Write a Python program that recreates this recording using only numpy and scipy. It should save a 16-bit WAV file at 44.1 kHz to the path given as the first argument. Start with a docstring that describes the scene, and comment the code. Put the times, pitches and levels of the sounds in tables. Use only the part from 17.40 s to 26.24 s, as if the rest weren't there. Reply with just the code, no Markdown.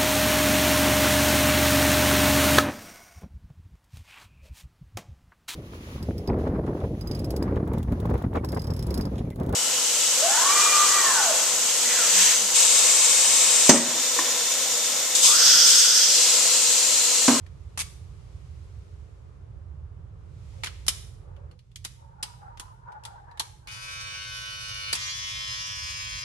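'''A shelf niche in a quiet room, over a low rumble: a small hair trimmer is handled.
Its plastic comb is pulled off, snapped back on and stepped through its detents; each click rings in
the plastic and the niche, and the sliding comb rubs through two hollow resonances.
Then the motor starts: the blade knocks at both ends of its stroke, the case hums, the teeth rasp.
The comb chatters as it is pulled off again, and the buzz turns brighter.'''
import sys
import numpy as np
from scipy import signal
from scipy.fft import rfft, irfft, next_fast_len
from scipy.io import wavfile

SR = 44100
rng = np.random.default_rng(int(sys.argv[2]) if len(sys.argv) > 2 else 0)


def digitize_waveform(pressure):
    """Quantize a signal to 16-bit integers and store it at the path in sys.argv[1].

    Rows of a 2-D input are taken as channels; values are limited to [-1, 1].
    """
    field = np.atleast_2d(pressure).T
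    bounded = np.clip(field, -1, 1)
    quanta = np.round(bounded * 32767).astype(np.int16)
    wavfile.write(sys.argv[1], SR, quanta)


N = 389844
TIME = np.arange(N) / SR

MOTOR_ON_S, COMB_OFF_S = 6.273, 7.54
KICK_HZ, COMBED_HZ, BARE_HZ = 94.5, 101.3, 100.53  # motor turns per second
CHATTER_PEAK_S, CHATTER_HALF_S = 7.68, .085
CONTROL_SAMPLES = 200

# Case harmonics, comb on / off: (multiple of motor speed, level [dB])
HARMONICS_COMBED = [(1, -13), (2, -27), (3, -30), (4, -41), (5, -16), (6, -17), (7, -21.5), (8, -33),
                    (9, -21.5), (10, -15), (11, -9), (12, -19), (13, -6), (14, -5.5), (15, 2.5), (16, -8),
                    (17, -15), (18, -13), (19, -12.5), (20, -27), (21, -7), (22, -5), (23, -2), (24, -12),
                    (25, 3), (26, -12), (27, -10), (28, -5), (29, -1), (30, -3), (31, -14), (32, -8),
                    (33, -21), (34, -7), (35, -7.5), (36, -16), (37, -5), (38, -8), (39, -17), (40, -12.0),
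                    (41, -21), (42, -3.5), (43, -1), (44, -6), (45, -10), (46, -7), (47, -11.5), (48, -8),
                    (49, -25.0), (50, -2.5), (51, -23.5), (52, -16), (53, -15), (54, -5), (55, -7),
                    (56, -3.5), (57, -12.0), (58, -15), (59, -10), (60, -19), (61, -11), (62, -8.5),
                    (63, -8)]
HARMONICS_BARE = [(1, -10.5), (2, -26.5), (3, -27.5), (4, -47), (5, -23.5), (6, -16.5), (7, -37), (8, -39),
                  (9, -21.5), (10, -7), (11, -9), (12, -10.5), (13, -11.5), (14, -17), (15, -10), (16, -30),
                  (17, -5.5), (18, -9), (19, -3), (20, -32), (21, -2.5), (22, -13), (23, -4.5), (24, -4.5),
                  (25, -6), (26, -20), (27, -7), (28, -0.5), (29, -11), (30, -4.5), (31, -3), (32, 1.5),
                  (33, -5.5), (34, 0), (35, -20), (36, -7), (37, -20), (38, -11), (39, -6), (40, -10.5),
                  (41, -17), (42, -3.5), (43, -8), (44, -4.5), (45, -22.0), (46, -9), (47, -17), (48, -4.5),
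                  (49, -10), (50, 4), (51, -9.5), (52, 0.5), (53, -4), (54, -11), (55, -3), (56, -3),
                  (57, -18), (58, -13), (59, -1.5), (60, -6), (61, -10), (62, -24), (63, -15), (64, -15),
                  (65, -11)]
# Buzz as the hand turns the trimmer, comb on / off:
# (time [s], low [dB], middle [dB], bright [dB], left-right [dB], lower beam [Hz], upper beam [Hz])
BUZZ_COMBED = [(6.3, -54, -45, -59, -0.5, 2500, 4430), (6.402, -51, -48, -51, 0, 2530, 4570),
               (6.48, -49.5, -43, -51, -1, 2460, 5500), (6.61, -49, -43, -47, -1, 2420, 5500),
               (6.84, -46, -42, -44, -1, 2830, 4670), (6.924, -44.5, -42.5, -44, 0, 2930, 5500),
               (7.092, -44.5, -43, -44.5, -1, 3020, 5200), (7.192, -47.5, -43.5, -43.5, -1.5, 2900, 5040),
               (7.5, -47.5, -40, -41.5, -0.5, 2850, 4260)]
BUZZ_BARE = [(7.6, -48, -42.5, -41, 1.3, 3000, 5600), (7.688, -44.5, -39.5, -48, -0.5, 2840, 4970),
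             (7.762, -48.5, -40, -38.5, 0.0, 3070, 5940), (7.97, -48.5, -40, -40, -0.57, 3350, 4900),
             (8.18, -47, -40, -36, 1.2, 2700, 5440), (8.28, -47.5, -39.5, -37.5, 0.7, 2930, 5570),
             (8.412, -48, -42, -37.5, 1.5, 2850, 5270), (8.628, -47.5, -41, -40, 0.41, 2730, 5200),
             (8.82, -48, -42.5, -38, -0.21, 2780, 5240)]


def trimmer(treble_db, bare_boost_db, shake_db, damping):
    """The motor swings the blade in its case; the comb covers part of the treble."""
    bare = np.clip((TIME - COMB_OFF_S) / .012, 0, 1)
    combed = np.clip((TIME - MOTOR_ON_S) / .0092, 0, 1) - bare
    turns = motor_turns(bare)
    hum = combed * case_hum(turns, HARMONICS_COMBED, BUZZ_COMBED, heard=combed > 0)
    hum += bare * case_hum(turns, HARMONICS_BARE, BUZZ_BARE, heard=bare > 0)
    hum *= from_db(shake_db * drift(41))
    hum *= 1 - damping * bell(TIME, CHATTER_PEAK_S, CHATTER_HALF_S)  # the sliding comb damps the case
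    treble = blade_clatter(turns, combed, bare) + teeth_rasp(turns, combed, bare)
    treble *= from_db(treble_db + bare_boost_db * bare)
    *_, pan_db, _, _ = curves([*BUZZ_COMBED, *BUZZ_BARE])
    return panned(pan_db) * (hum + treble + comb_chatter(turns))


def motor_turns(bare, spin_up_s=.022, sag_hz_per_s=.24, flutter=.0005):
    """Turn count: quick spin-up, slow sag under the rubbing comb, then steady and slightly slower."""
    running_s = np.maximum(TIME - MOTOR_ON_S, 0)
    spin_up_hz = COMBED_HZ - (COMBED_HZ - KICK_HZ) * np.exp(-running_s / spin_up_s)
    combed_hz = spin_up_hz - sag_hz_per_s * running_s
    speed_hz = (TIME > MOTOR_ON_S) * ((1 - bare) * combed_hz + bare * BARE_HZ)
    return np.cumsum(speed_hz * (1 + flutter * drift(25))) / SR


# Trimmer's path through the niche: (time [s], distance [m])
HAND_TRAVEL = [(6.27, 0), (6.65, .04), (7.0, .11), (7.5, .16), (7.85, .27), (8.3, .33), (8.84, .37)]
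# Standing waves, opposite in the two channels: (centre [Hz], half width [Hz], level [dB])
STANDING_WAVES = [(1140, 90, 11.5), (1830, 210, 5)]


def case_hum(turns, harmonics, buzz, heard, trim_db=(-1.24, -.35, -2), echo_db=-1, waver_db=-3.5):
    """Harmonics of the knocking case; beams and wall echoes swell and fade each as the hand moves."""
    steps_s = TIME[heard][::CONTROL_SAMPLES]
    *band_db, _, lower_hz, upper_hz = curves(buzz, steps_s)
    travel_m, = curves(HAND_TRAVEL, steps_s)
    multiples, level_db = np.transpose(harmonics)
    hz = multiples[:, None] * BARE_HZ
    beam_db = 4.5 * (bell(hz, lower_hz, half_width=330) + bell(hz, upper_hz, half_width=330))
    gain = from_db(level_db[:, None] + beam_db - beam_db.mean(axis=1, keepdims=True))
    short_waves = 1 / (1 + (1500 / hz) ** 2)
    standing = sum(from_db(db) * bell(hz, centre, half) for centre, half, db in STANDING_WAVES)
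    mid = gain * (1 + from_db(echo_db) * wall_echoes(hz, travel_m) * short_waves)
    side = gain * (from_db(echo_db) * wall_echoes(hz, travel_m) + 1j * standing)
    swells = np.array([mid + side, mid - side])
    swells += from_db(waver_db) * short_waves * gain * blade_waver((2, *gain.shape))
    bands = np.digitize(hz[:, 0], (2000, 4000))  # low, middle, bright
    for band, db in enumerate(band_db):
        band_rms = np.sqrt(np.sum(np.abs(mid[bands == band]) ** 2, axis=0) / 2)
        swells[:, bands == band] *= from_db(db + trim_db[band]) / band_rms
    out = np.zeros((2, N))
    for k, phase in enumerate(knock_phases(hz)):
        tone = np.exp(1j * (2 * np.pi * multiples[k] * turns[heard] + phase))
        for channel in range(2):
            out[channel, heard] += np.real(tone * np.interp(TIME[heard], steps_s, swells[channel, k]))
    return out


def wall_echoes(hz, travel_m, count=6, sound_m_per_s=343):
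    """Summed echoes of each harmonic; their paths grow or shrink as the trimmer travels."""
    slant = rng.uniform(-1.005, 1, (count, 1, 1))
    detour_m = rng.uniform(.15, 2.2, (count, 1, 1))
    path_m = detour_m + 2 * slant * travel_m
    return np.exp(-2j * np.pi * hz * path_m / sound_m_per_s).sum(axis=0) / np.sqrt(count)


def blade_waver(shape, rate_hz=10):
    """The blade never seats quite the same way, so each harmonic wavers in strength and phase."""
    lowpass = signal.butter(2, rate_hz, fs=SR / CONTROL_SAMPLES, output="sos")
    real, imaginary = signal.sosfilt(lowpass, rng.standard_normal((2, *shape)))
    return (rms_one(real) + 1j * rms_one(imaginary)) / np.sqrt(2)


def knock_phases(hz, case_t60_s=.02):
    """Harmonic phases of two knocks half a turn apart, each ringing out in the case."""
    rings = reflections(case_t60_s, rise_s=.0002, size=SR // 50)
    forth, back = np.exp(-2j * np.pi * hz * TIME[:SR // 50]).dot(rings.T).T
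    return np.angle(forth + back * np.exp(-1j * np.pi * hz[:, 0] / BARE_HZ))


def blade_knocks(turns, return_db=-6.5, uneven_db=2.5):
    """The blade knocks at both ends of its stroke with uneven force."""
    knocks = np.zeros(N)
    for offset_turns, level_db in ((0, 0), (.5, return_db)):
        at = np.interp(np.arange(1, int(turns[-1]) - 1) + offset_turns, turns, np.arange(N))
        force = from_db(level_db + uneven_db * rng.standard_normal(N // 100)[:len(at)])
        taps = at.astype(int)[:, None] + np.arange(-4, 6)
        np.add.at(knocks, taps, force[:, None] * np.sinc(taps - at[:, None]))
    return knocks


# Clatter spectrum, comb on / off: (frequency [Hz], level [dB])
BLADE_COMBED = [(1500, -3), (4000, 4.5), (6300, 5.5), (7000, 2), (7600, -3.5), (8300, 1), (9400, -4.5),
                (10400, -2.5), (11300, -1.5), (12000, -15)]
BLADE_BARE = [(1800, -2), (4000, 2.5), (6400, 9.5), (7200, 6.5), (8000, -2), (8900, 1.5), (9900, -5.5),
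              (11000, 1.5), (12000, -10.5)]


def blade_clatter(turns, combed, bare, sway_hz=1.1):
    """Knocks ring in the blade and the niche, whose echoes shift as the hand moves."""
    knocks = blade_knocks(turns)

    def ring(spectrum, t60_s, sway_rad):
        angle = sway_rad * drift(sway_hz)
        sound = coloured(shifting_ring(knocks, angle, t60_s, rise_s=.000067), spectrum)
        return sound / np.sqrt(np.mean(sound[:, TIME > MOTOR_ON_S] ** 2, axis=1, keepdims=True))

    return (combed * ring(BLADE_COMBED, t60_s=.13, sway_rad=1.23)
            + bare * ring(BLADE_BARE, t60_s=.12, sway_rad=.96))


# Rasp spectrum: (frequency [Hz], level [dB])
TEETH_SPECTRUM = [(300, -22), (800, -16), (1500, -1), (2700, 0), (5500, -2), (7500, -4), (11500, -27)]


def teeth_rasp(turns, combed, bare, rasp_db=-13, scrape_db=1, scrape_s=.068):
    """The teeth rasp twice a turn; the comb scrapes along the shaking head as it comes off."""
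    rasp = rms_one(coloured(stereo_noise(0), TEETH_SPECTRUM)) * (1 + np.sin(2 * np.pi * 2 * turns))
    decay = np.exp(-np.maximum(TIME - COMB_OFF_S, 0) / scrape_s)
    scrape = bare * decay * from_db(scrape_db + 2.5 * drift(40))
    return (from_db(rasp_db) * (combed + bare) + scrape) * rasp


# Loose comb's spectrum: (frequency [Hz], level [dB])
CHATTER_SPECTRUM = [(1200, -9), (2200, -5), (3400, 5.5), (4500, 4.5), (6300, 7), (7400, -11), (11000, -33)]


def comb_chatter(turns, level_db=-35, strikes_per_turn=4, uneven_db=.5, jitter_turns=.0015):
    """The running head strikes the loose comb, whose ring shifts as it slides off."""
    slide = (TIME - CHATTER_PEAK_S) / CHATTER_HALF_S
    first, last = np.interp([-2, 2], slide, turns)
    due = np.arange(first, last, 1 / strikes_per_turn)
    late, harder = rng.standard_normal((2, N // 100))[:, :len(due)]
    at = np.searchsorted(turns, due + jitter_turns * late).clip(0, N - 1)
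    strikes = np.zeros(N)
    strikes[at] = from_db(uneven_db * harder)
    ring = shifting_ring(strikes, np.pi * slide, t60_s=.028, rise_s=.0002)
    sound = coloured(ring, CHATTER_SPECTRUM)
    return from_db(level_db) * np.exp(-slide ** 4) * sound / sound[:, np.abs(slide) < 1].std()


# Plastic clicks, and a faint bright hiss just before the loudest snap; body, edge vs. middle band:
# (time [s], level [dB], body [dB], edge [dB], ring [Hz], upper ring [Hz], ring gain [dB])
SNAPS = [(0.063, -43, 12.5, -8, 1990, 4700, -8), (0.3744, -24, 12, 4.5, 2620, 8600, 1),
         (0.378, -23.5, 6.5, 5, 2180, 5700, -3), (0.39, -23, 8.5, 7, 3300, 6300, 3),
         (0.397, -23, 2, 7, 2200, 8450, 6), (0.402, -21, -2, 5.5, 2610, 8400, 10),
         (0.4076, -22, 4, 4, 2200, 6560, 7.5), (0.4152, -24.5, 3, 3.5, 3380, 8470, 5),
         (3.2349, -15, 6, -9.5, 2210, 3505, 3), (3.2427, -20, -6, -2, 2400, 6200, 6),
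         (3.259, -21, 0.5, -9, 2100, 6800, 8), (3.2695, -18.5, 2, -10, 1420, 3030, 3),
         (3.465, -31, 5, 7, 2700, 5400, 0), (3.481, -6.5, 0, 4, 3030, 5390, 1.5),
         (3.963, -52, 11, -7, 2720, 2980, 5.5), (4.1119, -47, 8.5, -6, 2800, 4320, 3.5),
         (4.19, -44, -10.5, -10, 2740, 4290, 2.5), (4.315, -51.5, -8, -7, 2910, 3500, 3),
         (4.358, -26.5, -23, -3, 3160, 6500, 1.5), (4.443, -34.5, -1, 0.5, 2880, 6630, 2.5),
         (4.4481, -19.5, 2.5, 1.5, 3680, 4570, 0), (4.827, -19.5, 1, 1.5, 5050, 8440, 7),
         (4.8296, -19.5, 4, -2, 3000, 4500, 5.5), (5.1725, -37, 9, -7, 3200, 6490, 1),
         (5.1963, -27.5, 8.5, 4.5, 3310, 6700, 1.5), (5.52, -45.5, 10.5, -6.5, 1918, 5300, -4.5),
         (5.636, -36.5, -3, -2.5, 2655, 5320, 2), (5.651, -24.5, -4, -2, 3400, 7680, 2.5),
         (5.912, -46, 7.5, -9, 1640, 4020, 5), (5.973, -39, 11, -5, 3660, 8600, 1),
         (5.9957, -18.5, 0.5, 5.5, 3770, 4180, 9), (5.9995, -24.5, 11, -1, 830, 3250, 11.5),
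         (6.272, -30, 4.5, -3.5, 2570, 4370, 5), (7.5281, -8.5, 0.5, -2, 4600, 7880, 7.5),
         (7.5522, -19, 0, 2.5, 2600, 5600, 5)]
# Plastic's spectrum: (frequency [Hz], level [dB])
PLASTIC_SPECTRUM = [(180, -5.5), (300, -6), (560, -11), (880, -3.5), (1150, -1.5), (2300, -1), (4700, 2),
                    (7700, 0.5), (10500, 0.5), (12000, -4.5)]


def snaps(gain_db, niche_t60_s, crack_t60_s, crack_db, ring_width_hz, room_t60_s, room_db):
    """Each crack rings briefly in the plastic and the niche, then dies away in the room."""
    cracks, notes = np.zeros((2, 2, N + SR))
    bands = [signal.butter(2, hz, kind, fs=SR, output="sos")
             for hz, kind in ((1770, "low"), ([1770, 4730], "band"), (4730, "high"))]
    size = SR // 6
    for s, level_db, body_db, edge_db, ring_hz, upper_hz, ring_db in SNAPS:
        burst = 0
        for band, gain in zip(bands, from_db([body_db, 0, edge_db])):
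            niche = reflections(niche_t60_s, rise_s=.0012, size=size)
            crack = from_db(crack_db) * reflections(crack_t60_s, rise_s=.001, size=size)
            burst += from_db(level_db + gain_db) * gain * signal.sosfilt(band, niche + crack)
        rings = sum(resonance(burst, hz, ring_width_hz) for hz in (ring_hz, upper_hz))
        at = round(s * SR)
        cracks[:, at:at + size] += burst
        notes[:, at:at + size] += from_db(ring_db) * rings
    cracks, notes = (coloured(x[:, :N], PLASTIC_SPECTRUM) for x in (cracks, notes))
    send = cracks + from_db(-8.5) * notes  # weaker notes keep the tail diffuse
    tail = convolved(send, reflections(room_t60_s, rise_s=.0054))
    wall_loss = signal.butter(1, 9200, fs=SR, output="sos")
    return cracks + notes + from_db(room_db) * signal.sosfilt(wall_loss, tail)


# Finger pushes: (time [s], length [s], level [dB], resonance [Hz], second resonance [Hz])
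PUSHES = [(3.166, 0.13, -61.5, 553, 880), (3.868, 0.22, -57, 525, 890), (4.628, 0.1, -58.5, 863, 607),
          (4.812, 0.11, -53, 907, 1290), (5.035, 0.097, -51, 878, 1263), (5.221, 0.11, -56, 960, 1313),
          (5.487, 0.077, -47, 905, 1507), (5.66, 0.12, -48.5, 865, 1438), (5.888, 0.18, -51.5, 898, 1640),
          (6.264, 0.65, -60, 923, 1480)]
# Broad friction spectrum: (frequency [Hz], level [dB])
RUB_SPECTRUM = [(300, -31.5), (450, -2), (750, -0.5), (1100, 4.5), (1600, -6.5), (2000, -17), (2800, -31),
                (5000, -37)]


def comb_rubbing(gain_db, broad_db, second_db, slips_per_s, slip_s):
    """Each push swells, sags and lets go; dense slips of plastic excite two hollow resonances."""
    rise_db_per_s, sag_db_per_s, fall_db_per_s = 266, 25.5, 126
    slips = (rng.random(N) < slips_per_s / SR) * from_db(3 * np.minimum(rng.exponential(1, N), 3))
    slip_envelope = signal.lfilter([1], [1, -np.exp(-1 / (slip_s * SR))], slips + 1e-9)
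    friction = stereo_noise(3.3) * slip_envelope
    broad = from_db(broad_db) * rms_one(coloured(friction, RUB_SPECTRUM))
    out = 0
    for s, length_s, level_db, hz, second_hz in PUSHES:
        force = from_db(level_db - rise_db_per_s * np.maximum(s - TIME, 0)
                        - sag_db_per_s * np.clip(TIME - s, 0, length_s)
                        - fall_db_per_s * np.maximum(TIME - s - length_s, 0))
        first = hollow_note(friction, hz, width_hz=83)
        second = from_db(second_db) * hollow_note(friction, second_hz, width_hz=110)
        out += force * (first + second + broad)
    return panned(1) * from_db(gain_db) * out


def hollow_note(friction, hz, width_hz, detune=.055, grip_hz=9):
    """A hollow resonance whose pitch wanders as the grip shifts."""
    angle = np.pi / 4 * (1 + np.tanh(2 * drift(grip_hz)))
    lower, higher = (rms_one(resonance(resonance(friction, f, width_hz), f, width_hz))
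                     for f in (hz * (1 - detune), hz * (1 + detune)))
    return rms_one(np.cos(angle) * lower + np.sin(angle) * higher)


DROP_S = 4.14
AFTER_DROP = np.clip((TIME - DROP_S) / .015, 0, 1)
# Rumble spectrum before / after the drop: (frequency [Hz], level [dB])
RUMBLE_EARLY = [(30, -29), (40, -6), (55, -0.5), (76, 3.5), (120, -5), (156, -12.5), (207, -26),
                (260, -48.5)]
RUMBLE_LATE = [(30, -17), (40, 0.5), (80, 3), (122, 1.5), (146, -7), (177, -12), (215, -26), (260, -54.5)]
# Rumble envelope: (time [s], level [dB])
RUMBLE_LEVEL = [(0.3, -43), (1.07, -42), (1.84, -45), (2.17, -42), (2.7, -41), (4.09, -43.5), (4.23, -53.5),
                (4.42, -47), (5.7, -52.5), (8.7, -48)]


def rumble(hum_hz, hum_db, pan_db):
    """A low rumble that thins about halfway, with a faint steady hum."""
    early, late = (rms_one(coloured(stereo_noise(-13), spectrum))
                   for spectrum in (RUMBLE_EARLY, RUMBLE_LATE))
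    level_db, = curves(RUMBLE_LEVEL)
    noise = from_db(level_db) * ((1 - AFTER_DROP) * early + AFTER_DROP * late)
    hum = from_db(hum_db) * np.sqrt(2) * np.sin(2 * np.pi * hum_hz * TIME)
    return panned(pan_db) * (noise + hum)


# Room air spectrum: (frequency [Hz], level [dB])
AIR_SPECTRUM = [(150, -20), (260, -1), (400, 5), (700, -5.5), (1200, -6), (2000, -17.5), (4000, -29),
                (11000, -46)]


def room_air(early_db, late_db, dip_db, dip_half_s):
    """Soft noise that drops abruptly, dips briefly and settles lower."""
    settling_db = late_db + dip_db * bell(TIME, DROP_S, dip_half_s)
    level_db = (1 - AFTER_DROP) * early_db + AFTER_DROP * settling_db
    return from_db(level_db) * rms_one(coloured(stereo_noise(-.078), AIR_SPECTRUM))


# Swishes: (peak time [s], half length [s], level [dB])
SWISHES = [(0.2, 1, -71), (1.102, 0.55, -69.5), (3.31, 0.25, -63)]
# Swish spectrum: (frequency [Hz], level [dB])
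SWISH_SPECTRUM = [(1000, -20), (2000, 5.5), (3500, 3), (7000, 0.5), (9500, -5), (11500, -9)]


def sleeve_swishes(gain_db, floor_db):
    """Moving hands and sleeves swish above a faint steady hiss."""
    power = sum(from_db(db) ** 2 * bell(TIME, s, half_s) for s, half_s, db in SWISHES)
    envelope = from_db(gain_db) * np.sqrt(from_db(floor_db) ** 2 + power)
    return envelope * rms_one(coloured(stereo_noise(-.56), SWISH_SPECTRUM))


def from_db(db):
    """Decibels to gain."""
    return 10 ** (np.asarray(db) / 20)


def rms_one(x):
    """Scale to an rms of 1."""
    return x / np.sqrt(np.mean(x ** 2) + 1e-20)


def bell(x, centre, half_width):
    """Gaussian with a peak of 1."""
    return np.exp(-((x - centre) / half_width) ** 2)


def curves(rows, at_s=TIME):
    """Each column of a time table, interpolated."""
    s, *columns = np.transpose(rows)
    return [np.interp(at_s, s, column) for column in columns]


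def panned(left_right_db):
    """Left and right gains."""
    return from_db(np.array([[.5], [-.5]]) * left_right_db)


def drift(rate_hz):
    """Slow random curve, rms 1."""
    pole = np.exp(-80 * np.pi * rate_hz / SR)
    noise = rng.standard_normal(N // 40 + 2002)
    slow = signal.lfilter([1], [1, -2 * pole, pole * pole], noise)[2000:]
    return np.interp(np.arange(N) / 40, np.arange(len(slow)), rms_one(slow))


def coloured(x, spectrum):
    """Minimum-phase filter following a spectrum table, falling 24 dB per octave outside it."""
    size = 2 * next_fast_len(x.shape[-1] // 2 + SR // 10, real=True)
    hz, db = np.transpose(spectrum)
    octave = np.log2(np.maximum(np.arange(size // 2 + 1) * SR / size, 10))
    outside = np.abs(octave - np.clip(octave, np.log2(hz[0]), np.log2(hz[-1])))
    cepstrum = irfft(np.log(from_db(np.interp(octave, np.log2(hz), db) - 24 * outside)))
    cepstrum[1:size // 2] *= 2
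    cepstrum[size // 2 + 1:] = 0
    return irfft(rfft(x, size) * np.exp(rfft(cepstrum)))[..., :x.shape[-1]]


def stereo_noise(side_db):
    """White mid/side noise."""
    mid, side = rng.standard_normal((2, N))
    return mid + from_db(side_db) * side * [[1], [-1]]


def resonance(x, hz, width_hz):
    """One resonance, peak gain 1."""
    return signal.lfilter(*signal.iirpeak(hz, hz / width_hz, fs=SR), x)


def reflections(t60_s, rise_s, size=SR):
    """Dense echoes that build and die; energy 1 per channel."""
    t = TIME[:size]
    echoes = rng.standard_normal((2, size)) * from_db(-60 * t / t60_s) * (1 - np.exp(-t / rise_s))
    return echoes / np.sqrt(np.sum(echoes ** 2, axis=1, keepdims=True))


def convolved(x, response):
    """Convolve with a stereo response."""
    return signal.fftconvolve(np.atleast_2d(x), response, axes=1)[:, :x.shape[-1]]


def shifting_ring(strikes, angle, t60_s, rise_s):
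    """Strikes ring through two echo patterns, blended by the angle."""
    first, second = (convolved(strikes, reflections(t60_s, rise_s)) for _ in range(2))
    return np.cos(angle) * first + np.sin(angle) * second


def scene():
    """Snaps, buzz and rubbing over the background."""
    return (snaps(gain_db=14, niche_t60_s=.071, crack_t60_s=.016, crack_db=-3.5, ring_width_hz=260,
                  room_t60_s=.52, room_db=-11.5)
            + trimmer(treble_db=-45, bare_boost_db=2.5, shake_db=.65, damping=.15)
            + comb_rubbing(gain_db=2.5, broad_db=-8.5, second_db=-9.5, slips_per_s=2200, slip_s=.0033)
            + rumble(hum_hz=120, hum_db=-60.5, pan_db=-5.5)
            + room_air(early_db=-60.5, late_db=-67.5, dip_db=-8, dip_half_s=.29)
            + sleeve_swishes(gain_db=1.5, floor_db=-80.5))


def record(dry):
    """Steep low-pass at 12.1 kHz."""
    return signal.sosfilt(signal.ellip(10, .2, 80, 12100, fs=SR, output="sos"), dry)


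dry = scene()
out = record(dry)
digitize_waveform(out)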